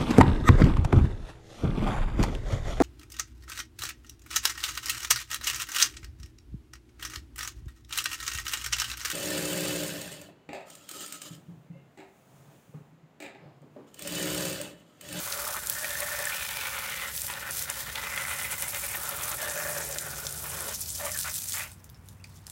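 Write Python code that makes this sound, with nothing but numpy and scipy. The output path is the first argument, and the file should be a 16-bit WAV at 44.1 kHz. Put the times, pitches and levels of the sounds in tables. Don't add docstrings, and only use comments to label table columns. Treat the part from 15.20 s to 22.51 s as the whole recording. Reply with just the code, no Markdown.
import sys
import numpy as np
from scipy import signal
from scipy.fft import rfft, irfft
from scipy.io import wavfile
from scipy.ndimage import uniform_filter1d, map_coordinates

SR = 44100
rng = np.random.default_rng(int(sys.argv[2]) if len(sys.argv) > 2 else 0)


def to_wav(sig):
    pcm = np.clip(np.atleast_2d(sig), -1, 1) * 32767
    pcm = np.round(pcm).astype(np.int16)
    wavfile.write(sys.argv[1], SR, pcm.T)


N = 322371
TIME = np.arange(N) / SR

# start and end in seconds, drumming level in dB at the start,
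# in the middle and at the end, pitch of the struck spot in Hz at the start and at the end,
# and ring of that spot in dB relative to the other resonances.
PASSES = [(0.044, 0.374, -42.5, -40.5, -39, 1190, 1280, -9),
          (0.535, 1.114, -41, -39, -35.5, 1790, 1750, -2), (1.11, 1.373, -37.5, -38, -40, 2560, 2240, -8),
          (1.37, 1.886, -35.5, -37, -37, 2380, 1970, -4), (2.08, 2.283, -37, -42, -37.5, 1900, 1850, -8),
          (2.445, 2.547, -45.5, -39, -42, 1990, 1700, -9),
          (2.751, 3.486, -37, -36.5, -41, 1940, 2100, -4.5),
          (3.533, 3.754, -38, -42, -37.5, 2200, 2260, -6),
          (3.76, 4.134, -42.5, -39.5, -38.5, 1310, 1200, -6),
          (4.18, 4.618, -37.5, -38, -40, 1770, 1660, -2),
          (4.626, 5.086, -46.5, -44, -47.5, 1680, 1400, -8.5), (5.245, 5.52, -43, -42, -41, 1100, 1020, -4),
          (5.801, 5.893, -39, -41.5, -39.5, 1750, 1940, -6), (5.95, 5.975, -42, -33.5, -46, 1700, 1670, 6),
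          (6.048, 6.085, -34.5, -39, -40, 1730, 1700, -17),
          (6.343, 6.441, -38, -38, -40.5, 2000, 2600, -6.5)]
SHUT_OFF_S, SHUT_OFF_DB_PER_S = 6.41, 165
LEAVE_DB_PER_S = 294


def panel(slugs, clump_db=2.0, node_db=2.4, patter_db=-10.0, spot_width_hz=176.0, wander_octaves=0.031,
          focus_db=3, focus_octaves=0.62):
    # frequency in Hz, width in Hz, relative strength in dB before focus.
    panel_modes = [(954, 290, 8), (1240, 590, 7), (1520, 290, 6.5), (1790, 170, 5.5), (2124, 370, 6),
                   (2460, 240, 3.5), (2835, 520, 2.5), (3500, 2100, -0.5)]
    # frequency in Hz, relative spectrum level in dB.
    patter_spectrum = [(120, -54), (330, -12), (470, -8.5), (750, -15), (1200, 9.5), (2300, -7),
                       (3200, -16), (5000, -9), (16000, -10)]
    # time in seconds, thud level in dB.
    thud_curve = [(0, -53), (1.7, -67), (2.2, -55.5), (3, -60.5), (4.1, -51.5), (4.65, -47.5), (5.2, -54),
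                  (5.51, -44.5), (5.55, -63.5), (6.4, -68), (6.6, -90)]

    drum_db = drumming()
    thud_db, = in_time(thud_curve)
    spot_hz, spot_db = struck_spot()
    blows = impacts(per_s=1700, spread_db=1.5, biggest=3.44) * from_db(clump_db * slugs)

    rings = 0
    for hz, width_hz, db in panel_modes:
        distance_octaves = np.log2(hz / spot_hz)
        aim_db = focus_db * np.exp(-(distance_octaves / focus_octaves) ** 2)
        force = resonance(blows * rng.standard_normal(N), hz, hz / 2)
        mode_db = db + aim_db + node_db * drift(7)
        rings = rings + resonance(force, hz, width_hz) * from_db(mode_db)

    spot_hz = spot_hz * 2 ** (wander_octaves * drift(16))
    spot_gain = from_db(spot_db)
    spot_ring = ringing(blows, spot_hz, spot_width_hz)
    body = (evened(rings) + spot_gain * spot_ring) / np.hypot(1, spot_gain)
    body = body + from_db(patter_db) * evened(coloured(blows, patter_spectrum))

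    thud = resonance(resonance(blows, 426, 410), 635, 430)
    return from_db(drum_db) * body + boom(blows, drum_db) + from_db(thud_db) * evened(thud)


def drumming(catch_db_per_s=1400):
    # time in seconds, drumming level in dB.
    stray = [(0.45, -44), (2.0, -51.5), (2.7, -42), (5.2, -51), (5.5, -40.5), (5.65, -68), (6.4, -61)]
    stray_db, = in_time(stray)
    swells = [stray_db + held(0, SHUT_OFF_S, 0, SHUT_OFF_DB_PER_S)]
    for start, end, first_db, middle_db, last_db, *_ in PASSES:
        pass_db = np.interp(TIME, [start, (start + end) / 2, end], [first_db, middle_db, last_db])
        swells.append(pass_db + held(start, end, catch_db_per_s, LEAVE_DB_PER_S))
    return np.max(swells, axis=0)


def struck_spot():
    points = []
    for start, end, *_, first_hz, last_hz, db in PASSES:
        points += [(start, first_hz, db), (end, last_hz, db)]
    return in_time(points)


def boom(blows, drum_db, faint_db=-17.5, rise_db_per_s=450, waver_db=1.5):
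    # start and end in seconds, boom in dB before the waver.
    booms = [(.13, 0.35, -49), (0.602, 1.07, -48), (0.818, .845, -41), (.992, 1.008, -40),
             (4.203, 4.59, -44), (4.698, 4.73, -46), (5.806, 5.885, -41.5)]
    # time in seconds, reference pitch in Hz.
    tube_pitch = [(.9, 578), (1.7, 547), (3.8, 563), (4.26, 587), (4.75, 554), (5.5, 550), (5.8, 598)]
    # multiple of the reference pitch, width in Hz, gain in dB.
    tube_modes = [(0.999, 54, 0), (1.97, 119, -3)]

    tube_hz, = in_time(tube_pitch)
    swells = [db + held(start, end, rise_db_per_s, LEAVE_DB_PER_S) for start, end, db in booms]
    boom_db = np.max(swells + [drum_db + faint_db], axis=0)
    boom_db = boom_db + waver_db * drift(25)
    air = 0
    for multiple, width_hz, db in tube_modes:
        air = air + from_db(db) * ringing(blows, multiple * tube_hz, width_hz)
    return from_db(boom_db) * air


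def ringing(blows, hz, width_hz):
    soft_blows = gliding(blows, hz, 3 * width_hz)
    return evened(gliding(soft_blows, hz, width_hz))


def gliding(x, hz, width_hz):
    turn = np.exp(2j * np.pi * np.cumsum(hz) / SR)
    keep = np.exp(-np.pi * width_hz / SR)
    return 2 * np.real(turn * signal.lfilter([1 - keep], [1, -keep], x / turn + 1e-18))


def spatter(slugs, clump_db=1.5, cycles=1.97, pitch_octaves=0.93, mist_db=-3.0, patchy_db=4.0):
    # time in seconds, pitch in Hz at which most of them burst
    # (fine spray is higher), their ringing sizzle in dB relative to the unpitched crackle and mist.
    drop_pitch = [(0, 6030, -30), (.35, 8650, -6), (.8, 8040, -12), (1.1, 4500, -20), (1.8, 4970, -14),
                  (2.0, 11900, -6), (2.22, 4840, -10), (2.38, 10800, -53), (2.8, 4870, -15), (3.1, 9200, 0),
                  (3.45, 9900, 2), (3.9, 11100, -2.5), (4.25, 8800, 1), (4.6, 8600, 2), (4.95, 7360, 0),
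                  (5.3, 9460, -1.5), (5.6, 7400, 2), (6.3, 7260, -2), (6.9, 7660, -11), (7.15, 5100, 0)]
    # frequency in Hz, relative spectrum level in dB.
    splash_spectrum = [(150, -29), (400, -24), (1000, -11.5), (2000, -6), (3200, -2.5), (5000, 0.5),
                       (7000, 0.5), (8800, 2), (11000, 1.5), (16000, 2.5)]

    usual_hz, sizzle_db = in_time(drop_pitch)
    clumps = from_db(clump_db * slugs)
    hits = evened(impacts(per_s=2600, spread_db=4.5, biggest=3.38) * clumps)
    mist = from_db(mist_db) * evened(rng.standard_normal(N) * clumps)
    bursts = with_spray(hits, t60=0.01, spray_db=1.5) + mist

    count = 8
    dealt = rng.integers(0, count, N)
    grains = 0
    for k, hz in enumerate(np.geomspace(2800, 15000, count)):
        closeness = np.exp(-(np.log2(hz / usual_hz) / pitch_octaves) ** 2)
        share = closeness * from_db(patchy_db * drift(50))
        own_hits = with_spray(hits * (dealt == k), t60=0.0079, spray_db=-5.0)
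        own = own_hits + mist * (dealt == k)
        width_hz = hz / cycles
        grains = grains + share * resonance(resonance(own, hz, width_hz), hz, width_hz)

    crackle = evened(bursts) + from_db(sizzle_db) * evened(grains)
    return from_db(spattering()) * evened(coloured(crackle, splash_spectrum))


def spattering(slap_db_per_s=404):
    # time in seconds, spatter level in dB.
    spray = [(0, -34.5), (.33, -34), (.41, -39.5), (.55, -35), (1.1, -35), (1.8, -38.5), (2.25, -42.5),
             (2.75, -40.5), (3.15, -36), (3.7, -34.5), (3.95, -37), (4.55, -35), (4.9, -39.5), (5.4, -36.5),
             (5.9, -36), (6.3, -37)]
    # time in seconds, trickle level in dB.
    runoff = [(6.4, -63), (6.8, -68), (6.9, -60), (7, -68.5), (7.1, -61), (7.17, -57.5), (7.24, -66),
              (7.31, -56)]
    # start and end in seconds, spatter level in dB.
    slaps = [(0.473, 0.526, -42), (1.947, 2.097, -36), (2.332, 2.428, -33), (2.51, 2.528, -40),
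             (2.578, 2.606, -34.5), (3.86, 3.883, -36.5), (4.035, 4.107, -35.5), (5.993, 6.01, -35),
             (6.147, 6.19, -36), (6.297, 6.393, -36)]

    spray_db, = in_time(spray)
    runoff_db, = in_time(runoff)
    parts = [spray_db + held(0, SHUT_OFF_S, 0, SHUT_OFF_DB_PER_S), runoff_db]
    parts += [db + held(start, end, slap_db_per_s, slap_db_per_s) for start, end, db in slaps]
    return 10 * np.log10(sum(from_db(part) ** 2 for part in parts))


def with_spray(x, t60, spray_db):
    keep = from_db(-120 / (t60 * SR))
    power = signal.lfilter([1 - keep], [1, -keep], x ** 2 + 1e-18)
    return x + from_db(spray_db) * np.sqrt(power) * rng.standard_normal(N)


def single_drops(lowest_hz=2700):
    # start in seconds, peak in dB before the high-pass, pitch in Hz.
    fat_drops = [(0.125, -14, 3870), (0.471, -15, 9450), (0.498, -7, 12400), (0.706, -19, 4230),
                 (0.804, -15, 10700), (1.054, -15.5, 8560), (1.404, -27, 3400), (1.963, -14, 12000),
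                 (1.977, -18.5, 3980), (2.018, -17, 8690), (2.138, -24, 3500), (2.3091, -17, 9100),
                 (2.393, -14, 8550), (2.424, -15.5, 9600), (2.5, -12.5, 9900), (2.755, -23.5, 3200),
                 (3.423, -15, 10500), (4.7125, -27, 6540), (4.785, -11.5, 5400), (5.068, -15.5, 5470),
                 (5.9169, -17.5, 6800), (5.975, -16, 8900), (5.989, -12.5, 7800), (6.012, -18, 7660),
                 (6.032, -19, 6000), (6.141, -19, 8310), (6.322, -15, 6500), (6.333, -17, 6660)]
    # start in seconds, peak in dB, pitch in Hz.
    slug_knocks = [(0.268, -25, 1180), (0.345, -25, 1200), (0.645, -23, 1820), (0.753, -25, 1690),
                   (0.8205, -23, 2090), (0.9307, -25, 1720), (1.096, -24.5, 1740), (1.123, -23.5, 2450),
                   (2.976, -18, 2130), (3.0513, -21, 2050), (5.954, -31, 1750), (7.278, -40, 980)]
    # start in seconds, peak in dB, pitch in Hz, ring in cycles.
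    body_drips = [(6.517, -34, 8100, 10), (6.643, -32.5, 10200, 0.78), (6.693, -41, 4930, 20),
                  (6.6989, -34, 13500, 3.9), (6.745, -42, 4700, 5.1), (6.887, -32.5, 8500, 1.02),
                  (7.0414, -34, 4770, 18), (7.044, -33, 2350, 7.9), (7.2677, -28, 8650, 1.4),
                  (7.299, -25, 8900, 3.5)]

    fat = sum(drop(*row, cycles=1.8, snap_db=-18.0, splash_t60=.025, splash_db=-10.0) for row in fat_drops)
    high_pass = signal.butter(2, lowest_hz, "high", fs=SR, output="sos")
    fat = signal.sosfilt(high_pass, fat + 1e-18)
    knocks = sum(drop(*row, cycles=11.0, snap_db=-40.0, splash_t60=0.021, splash_db=4.0) for row in slug_knocks)
    drips = sum(drop(*row, snap_db=-16.0, splash_t60=0.11, splash_db=-18.0) for row in body_drips)
    return fat + knocks + drips


def drop(s, peak_db, hz, cycles, snap_db, splash_t60, splash_db):
    t = TIME[:SR // 10]
    slap = np.exp(-t / .0007)
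    splash = from_db(splash_db - 60 * t / splash_t60)
    force = (t == 0) + (slap + splash) * rng.standard_normal(len(t))
    snap = resonance(force, 4900, 3500)
    sound = resonance(force, hz, hz / cycles) + from_db(snap_db) * snap
    sound = from_db(peak_db) * sound / np.abs(sound).max()
    return np.pad(sound, (int(s * SR), N))[:N]


def bubbles(attack_s=.003, t60=0.073, rise_per_s=2.2, waver=.035):
    # start in seconds, level in dB from which it decays, first pitch in Hz.
    puddle_bubbles = [(6.746, -55, 5100), (6.998, -54, 2560)]
    out = 0
    for s, start_db, hz in puddle_bubbles:
        age = np.clip(TIME - s, 0, 2 * t60)
        bubble_hz = hz * (1 + rise_per_s * age + waver * drift(400))
        phase = 2 * np.pi * np.cumsum(bubble_hz) / SR
        attack = np.minimum(age / attack_s, 1)
        out = out + np.sin(phase) * attack * from_db(start_db - 60 * age / t60)
    return out


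def traffic(waver_db=1.0, engine_db=7.0, fade_s=0.15):
    # time in seconds, rumble level in dB.
    rumble_curve = [(0, -52.5), (1.5, -52.5), (2.5, -50.5), (5, -49.5), (6, -50), (6.6, -52.5)]
    # frequency in Hz, relative spectrum level in dB.
    street_spectrum = [(38, -27.5), (56, -1.5), (90, -4), (110, -5.5), (160, -7.5), (220, -13), (310, -21),
                       (600, -26), (1000, -24.5), (1800, -29), (3000, -35.5), (9000, -57)]
    # start and end in seconds, firing rate in Hz at the start and at the end,
    # level in dB before engine_db is added.
    engines = [(4.296, 5.5, 152.2, 140, -60), (5.15, 7.94, 82.5, 99, -61.5)]

    rumble_db, = in_time(rumble_curve)
    out = from_db(rumble_db) * rms_one(coloured(rng.standard_normal(N), street_spectrum))
    for start, end, first_hz, last_hz, db in engines:
        hz = np.interp(TIME, [start, end], [first_hz, last_hz])
        heard = np.clip(np.minimum(TIME - start, end - TIME) / fade_s, 0, 1)
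        uneven_hz = hz * (1 + 0.0448 * drift(25))
        firing = np.sqrt(2) * np.sin(2 * np.pi * np.cumsum(uneven_hz) / SR)
        out = out + firing * heard * from_db(db + engine_db + waver_db * drift(8.7))
    return out


def with_tail(x, t60, tail_db):
    t = TIME[:SR // 3]
    tail = rng.standard_normal(len(t)) * from_db(-60 * t / t60)
    return x + from_db(tail_db) * signal.fftconvolve(x, tail / np.linalg.norm(tail))[:N]


def impacts(per_s, spread_db, biggest):
    sizes = from_db(spread_db * np.minimum(rng.exponential(1, N), biggest))
    return sizes * rng.choice([-1, 1], N) * (rng.random(N) < per_s / SR)


def resonance(x, hz, width_hz):
    centre_hz = min(hz, .45 * SR)
    sharpness = hz / min(width_hz, SR / 4)
    return signal.lfilter(*signal.iirpeak(centre_hz, sharpness, fs=SR), x + 1e-18)


def coloured(x, spectrum):
    size = 8192
    hz, db = np.transpose(spectrum)
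    bins_hz = np.maximum(np.fft.rfftfreq(size, 1 / SR), 1)
    gains = from_db(np.interp(np.log(bins_hz), np.log(hz), db))
    cepstrum = irfft(np.log(gains))
    cepstrum[1:size // 2] *= 2
    cepstrum[size // 2 + 1:] = 0
    return signal.fftconvolve(x, irfft(np.exp(rfft(cepstrum))))[:N]


def drift(rate):
    knots = rng.standard_normal(8192)
    coarse = TIME[::16]
    curve = map_coordinates(knots, [coarse * rate], order=2, mode="wrap")
    return np.interp(TIME, coarse, rms_one(curve))


def held(start, end, rise_db_per_s, fall_db_per_s):
    before = rise_db_per_s * np.maximum(start - TIME, 0)
    after = fall_db_per_s * np.maximum(TIME - end, 0)
    return -np.minimum(before + after, 200)


def in_time(rows):
    s, *columns = np.transpose(rows)
    return [np.interp(TIME, s, c) for c in columns]


def evened(x):
    return x / np.sqrt(uniform_filter1d(x ** 2, size=SR // 10) + 1e-12)


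def rms_one(x):
    return x / np.sqrt(np.mean(x ** 2) + 1e-20)


def from_db(db):
    return 10 ** (np.asarray(db) / 20)


def scene():
    slugs = 0.82 * drift(170) + 0.19 * drift(45) + 0.25 * drift(6.9)
    slugs_on_plastic = 0.65 * slugs + 0.37 * drift(120) + 0.93 * drift(30)
    water = panel(slugs_on_plastic) + spatter(slugs) + single_drops() + bubbles()
    return (with_tail(water, t60=0.1, tail_db=-9.5) + traffic())[None]


def record(dry, cutoff_hz=15950):
    low_pass = signal.ellip(12, .1, 80, cutoff_hz, fs=SR, output="sos")
    return signal.sosfilt(low_pass, dry)


dry = scene()
out = record(dry)
to_wav(out)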